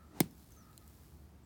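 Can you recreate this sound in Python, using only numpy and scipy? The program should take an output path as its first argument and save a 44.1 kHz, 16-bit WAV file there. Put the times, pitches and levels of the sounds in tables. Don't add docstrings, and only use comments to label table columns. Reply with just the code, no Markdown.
import sys
import numpy as np
from scipy.fft import rfft, irfft
from scipy.io import wavfile

SR = 44100
rng = np.random.default_rng(int(sys.argv[2]) if len(sys.argv) > 2 else 0)


def persist_wave(psi):
    counts = np.round(np.clip(psi, -1, 1) * 32767).astype(np.int16)
    wavfile.write(sys.argv[1], SR, np.atleast_2d(counts).T)


N = 63945
T = np.arange(N) / SR
HIT_S = 0.2043

# (frequency [Hz], relative density [dB])
AIR_SPECTRUM = [(20, -45), (32, -31), (48, -6), (70, -2.5), (100, -4), (140, -5), (206, -8), (350, -13.5),
                (430, -19), (544, -22.5), (700, -22), (1290, -27.5), (1950, -33), (3200, -37.5),
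                (5000, -38.5), (10000, -43.5), (16300, -43), (17600, -60.5), (19000, -74)]
# (time [s], length [s], start pitch [Hz], end pitch [Hz], relative level [dB])
WHISTLE_NOTES = [(.06, .07, 7650, 7400, -78), (0.301, .04, 5400, 5150, -71),
                 (0.516, 0.032, 6200, 6450, -62.5), (0.562, 0.11, 6350, 5080, -63.5),
                 (1.432, 0.047, 7700, 7500, -73.5)]
# (time [s], hold [s], level [dB])
CALLS = [(-.03, 0.021, -64), (.1, .03, -72), (0.551, .15, -70), (.8, 0.025, -76)]
# (frequency [Hz], width [Hz], gain [dB])
THROAT_FORMANTS = [(1281, 118, -.5), (1790, 340, -10)]
# (frequency [Hz], relative density [dB])
ECHO_SPECTRUM = [(30, -33), (100, -10.5), (170, 3.5), (230, -4.5), (350, -13), (500, -23), (1000, -34.5),
                 (4000, -37.5), (16000, -43)]
# (time [s], level [dB])
SANDFALL_ENVELOPE = [(0, -77), (.2, -80), (.25, -75), (.29, -73), (.4, -68.5), (.52, -67.5), (.63, -72.5),
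                     (.85, -69.5), (1.08, -69), (1.25, -76), (1.45, -85)]
# (frequency [Hz], relative density [dB])
SANDFALL_SPECTRUM = [(300, -16.5), (1500, -4), (2800, -7), (4300, -1.5), (6000, -3), (8500, -2.5),
                     (12000, -1.5), (16000, 0), (17500, -11), (19500, -28)]
# (time [s], snap energy [dB], ring over snap [dB])
GRIT_LANDINGS = [(0.3108, -41.5, -14), (.38, -43, -13), (0.395, -47, -20), (0.43, -48, -3),
                 (.443, -46, -14), (0.506, -44, -13), (.521, -41, -12), (0.73, -50, 3), (0.7777, -30, -4.5),
                 (.824, -52, 3), (0.8776, -38, -26), (.8985, -45.5, -14)]
# (frequency [Hz], relative density [dB])
SNAP_SPECTRUM = [(500, -20), (2000, -20), (4000, -6), (5800, -4.5), (7600, 5), (10000, -1.5), (15000, 4.5),
                 (18000, -16.5)]
# (frequency [Hz], relative level [dB], t60 [s])
GRIT_MODES = [(2980, 2.5, 0.0061), (4100, 2, 0.011), (7420, -3.5, .012)]
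# (frequency [Hz], relative density [dB])
SWISH_SPECTRUM = [(30, -35), (80, -10.5), (160, -5.5), (310, 3.5), (520, -13.5), (850, -7), (1200, -16.5),
                  (2500, -22.5), (7000, -27), (16000, -34), (18000, -47.5)]
# (time [s], level [dB], rise [s], t60 [s])
CRUNCH_BURSTS = [(.2029, -23.5, 0.00077, 0.029), (.214, -44.5, 0.0033, 0.053)]
# (frequency [Hz], relative density [dB])
CRUNCH_SPECTRUM = [(40, -35), (200, -11.5), (550, 2), (950, 1), (1400, -6), (2200, -1), (3200, -3.5),
                   (5000, -0.5), (7000, -7.5), (9000, -0.5), (13000, -18), (16300, -8), (17600, -19),
                   (19000, -33.5)]
# (frequency [Hz], relative density [dB])
THUD_SPECTRUM = [(25, -47), (50, -25.5), (100, -11), (150, 1.5), (210, -1.5), (330, -0.5), (370, -3),
                 (420, -12), (500, -11), (620, -16.5), (750, -13.5), (870, -17), (1100, -34), (3000, -59.5),
                 (16000, -81)]
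# (frequency [Hz], relative density [dB])
CLICK_SPECTRUM = [(200, -15), (1200, -17), (2200, -2.5), (3000, -12.5), (4200, -7.5), (7500, -8.5),
                  (9200, 2), (12500, -0.5), (15800, 0), (17500, -10), (19500, -21)]
# (frequency [Hz], level [dB], t60 [s])
HEAD_MODES = [(2130, -32.5, 0.019), (3620, -43.5, 0.037), (4130, -34, .014), (5120, -29.5, 0.025),
              (6200, -36.5, 0.022), (7670, -38.5, 0.02), (8900, -38, .042), (9350, -38, 0.029),
              (15880, -48, .045)]


def amp(db):
    return 10 ** (np.asarray(db) / 20)


def unit_rms(x):
    return x / np.sqrt(np.mean(x ** 2) + 1e-20)


def gain(spectrum, hz):
    points_hz, db = np.transpose(spectrum)
    return amp(np.interp(np.log(hz + 1), np.log(points_hz + 1), db))


def filtered(x, response):
    return irfft(rfft(x, 2 * N) * response(np.fft.rfftfreq(2 * N, 1 / SR)))[:N]


def coloured(x, spectrum):
    magnitude = unit_rms(gain(spectrum, np.fft.rfftfreq(2 * N, 1 / SR)))
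    cepstrum = irfft(np.log(magnitude))
    cepstrum[1:N] *= 2
    cepstrum[N + 1:] = 0
    return filtered(x, lambda hz: np.exp(rfft(cepstrum)))


def noise(spectrum):
    return unit_rms(filtered(rng.standard_normal(N), lambda hz: gain(spectrum, hz)))


def band_noise(centre_hz, width_hz):
    white = rng.standard_normal(N)
    return unit_rms(filtered(white, lambda hz: (1 + (2 * (hz - centre_hz) / width_hz) ** 4) ** -0.5))


def grains(per_s, spread_db):
    sizes = rng.choice([-1, 1], N) * amp(spread_db * np.clip(rng.standard_normal(N), -2, 2))
    return unit_rms(sizes * (rng.random(N) < per_s / SR))


def impulse(time_s):
    return 1.0 * (np.arange(N) == round(time_s * SR))


def burst(start_s, rise_s, t60_s, hold_s=0):
    age_s = np.maximum(T - start_s, 0)
    return (1 - np.exp(-(age_s / rise_s) ** 2)) * amp(-60 * np.maximum(age_s - hold_s, 0) / t60_s)


def outdoors(air_db=-60, drone_db=-63.5):
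    return amp(air_db) * noise(AIR_SPECTRUM) + amp(drone_db) * band_noise(centre_hz=74.8, width_hz=8)


def hoarse_call():
    effort = sum(amp(db) * burst(start_s, rise_s=0.012, t60_s=0.53, hold_s=hold_s)
                 for start_s, hold_s, db in CALLS)
    return effort * sum(amp(db) * band_noise(hz, width_hz) for hz, width_hz, db in THROAT_FORMANTS)


def bird_whistles(gain_db=2.5, fade_db=19, jitter_hz=110):
    out = np.zeros(N)
    for start_s, length_s, start_hz, end_hz, db in WHISTLE_NOTES:
        progress = np.clip((T - start_s) / length_s, 0, 1)
        glide_hz = end_hz + (start_hz - end_hz) * (1 + np.cos(np.pi * progress)) / 2
        pitch_hz = glide_hz + jitter_hz * band_noise(centre_hz=0, width_hz=1000)
        gate = np.minimum(1, 7 * np.minimum(progress, 1 - progress))
        envelope = amp(db + gain_db - fade_db * progress) * gate
        out += envelope * np.sin(2 * np.pi * np.cumsum(pitch_hz) / SR)
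    return out


def echo(delay_s=0.021, wall_db=-35, trees_db=-45):
    wall = amp(wall_db) * burst(HIT_S + delay_s, rise_s=0.004, t60_s=0.12)
    trees = amp(trees_db) * burst(HIT_S + delay_s, rise_s=0.032, t60_s=0.36)
    return (wall + trees) * noise(ECHO_SPECTRUM)


def sandfall():
    envelope = amp(np.interp(T, *np.transpose(SANDFALL_ENVELOPE)))
    return envelope * coloured(grains(per_s=10000, spread_db=7), SANDFALL_SPECTRUM)


def grit():
    snaps, rings = np.zeros(N), np.zeros(N)
    for start_s, snap_db, ring_db in GRIT_LANDINGS:
        snap = burst(start_s, rise_s=0.00024, t60_s=0.0048) * rng.standard_normal(N)
        ring = sum(amp(db) * burst(start_s, 0.00031, t60_s) * np.sin(2 * np.pi * hz * (T - start_s))
                   for hz, db, t60_s in GRIT_MODES)
        snaps += amp(snap_db) * snap / np.linalg.norm(snap)
        rings += amp(snap_db + ring_db) * ring / np.linalg.norm(ring)
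    return coloured(snaps, SNAP_SPECTRUM) + rings


def swish(peak_db=-52, lead_s=0.018, rise_s=0.031, fall_s=0.028):
    from_peak_s = T - HIT_S + lead_s
    half_width_s = np.where(from_peak_s < 0, rise_s, fall_s)
    return amp(peak_db) * noise(SWISH_SPECTRUM) / (1 + (from_peak_s / half_width_s) ** 2)


def crunch():
    force = sum(amp(db) * burst(start_s, rise_s, t60_s) for start_s, db, rise_s, t60_s in CRUNCH_BURSTS)
    return coloured(force * grains(per_s=12000, spread_db=4), CRUNCH_SPECTRUM)


def thud(energy_db=4.5, lag_cycles=0.8):
    push = amp(energy_db) * coloured(impulse(HIT_S), THUD_SPECTRUM)
    return filtered(push, lambda hz: np.exp(-2j * np.pi * lag_cycles * np.log(hz + 1)))


def club_strike(click_energy_db=-2, rise_s=0.0003):
    click = amp(click_energy_db) * coloured(impulse(HIT_S), CLICK_SPECTRUM)
    ring = sum(amp(db) * burst(HIT_S, rise_s, t60_s) * np.cos(2 * np.pi * hz * (T - HIT_S))
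               for hz, db, t60_s in HEAD_MODES)
    return click + ring


def scene():
    shot = swish() + club_strike() + thud() + echo() + crunch()
    spray = sandfall() + grit()
    background = bird_whistles() + hoarse_call() + outdoors()
    return (shot + spray + background)[None]


def record(dry):
    cutoff_hz = 19400
    return np.array([filtered(channel, lambda hz: hz < cutoff_hz) for channel in dry])


dry = scene()
out = record(dry)
persist_wave(out)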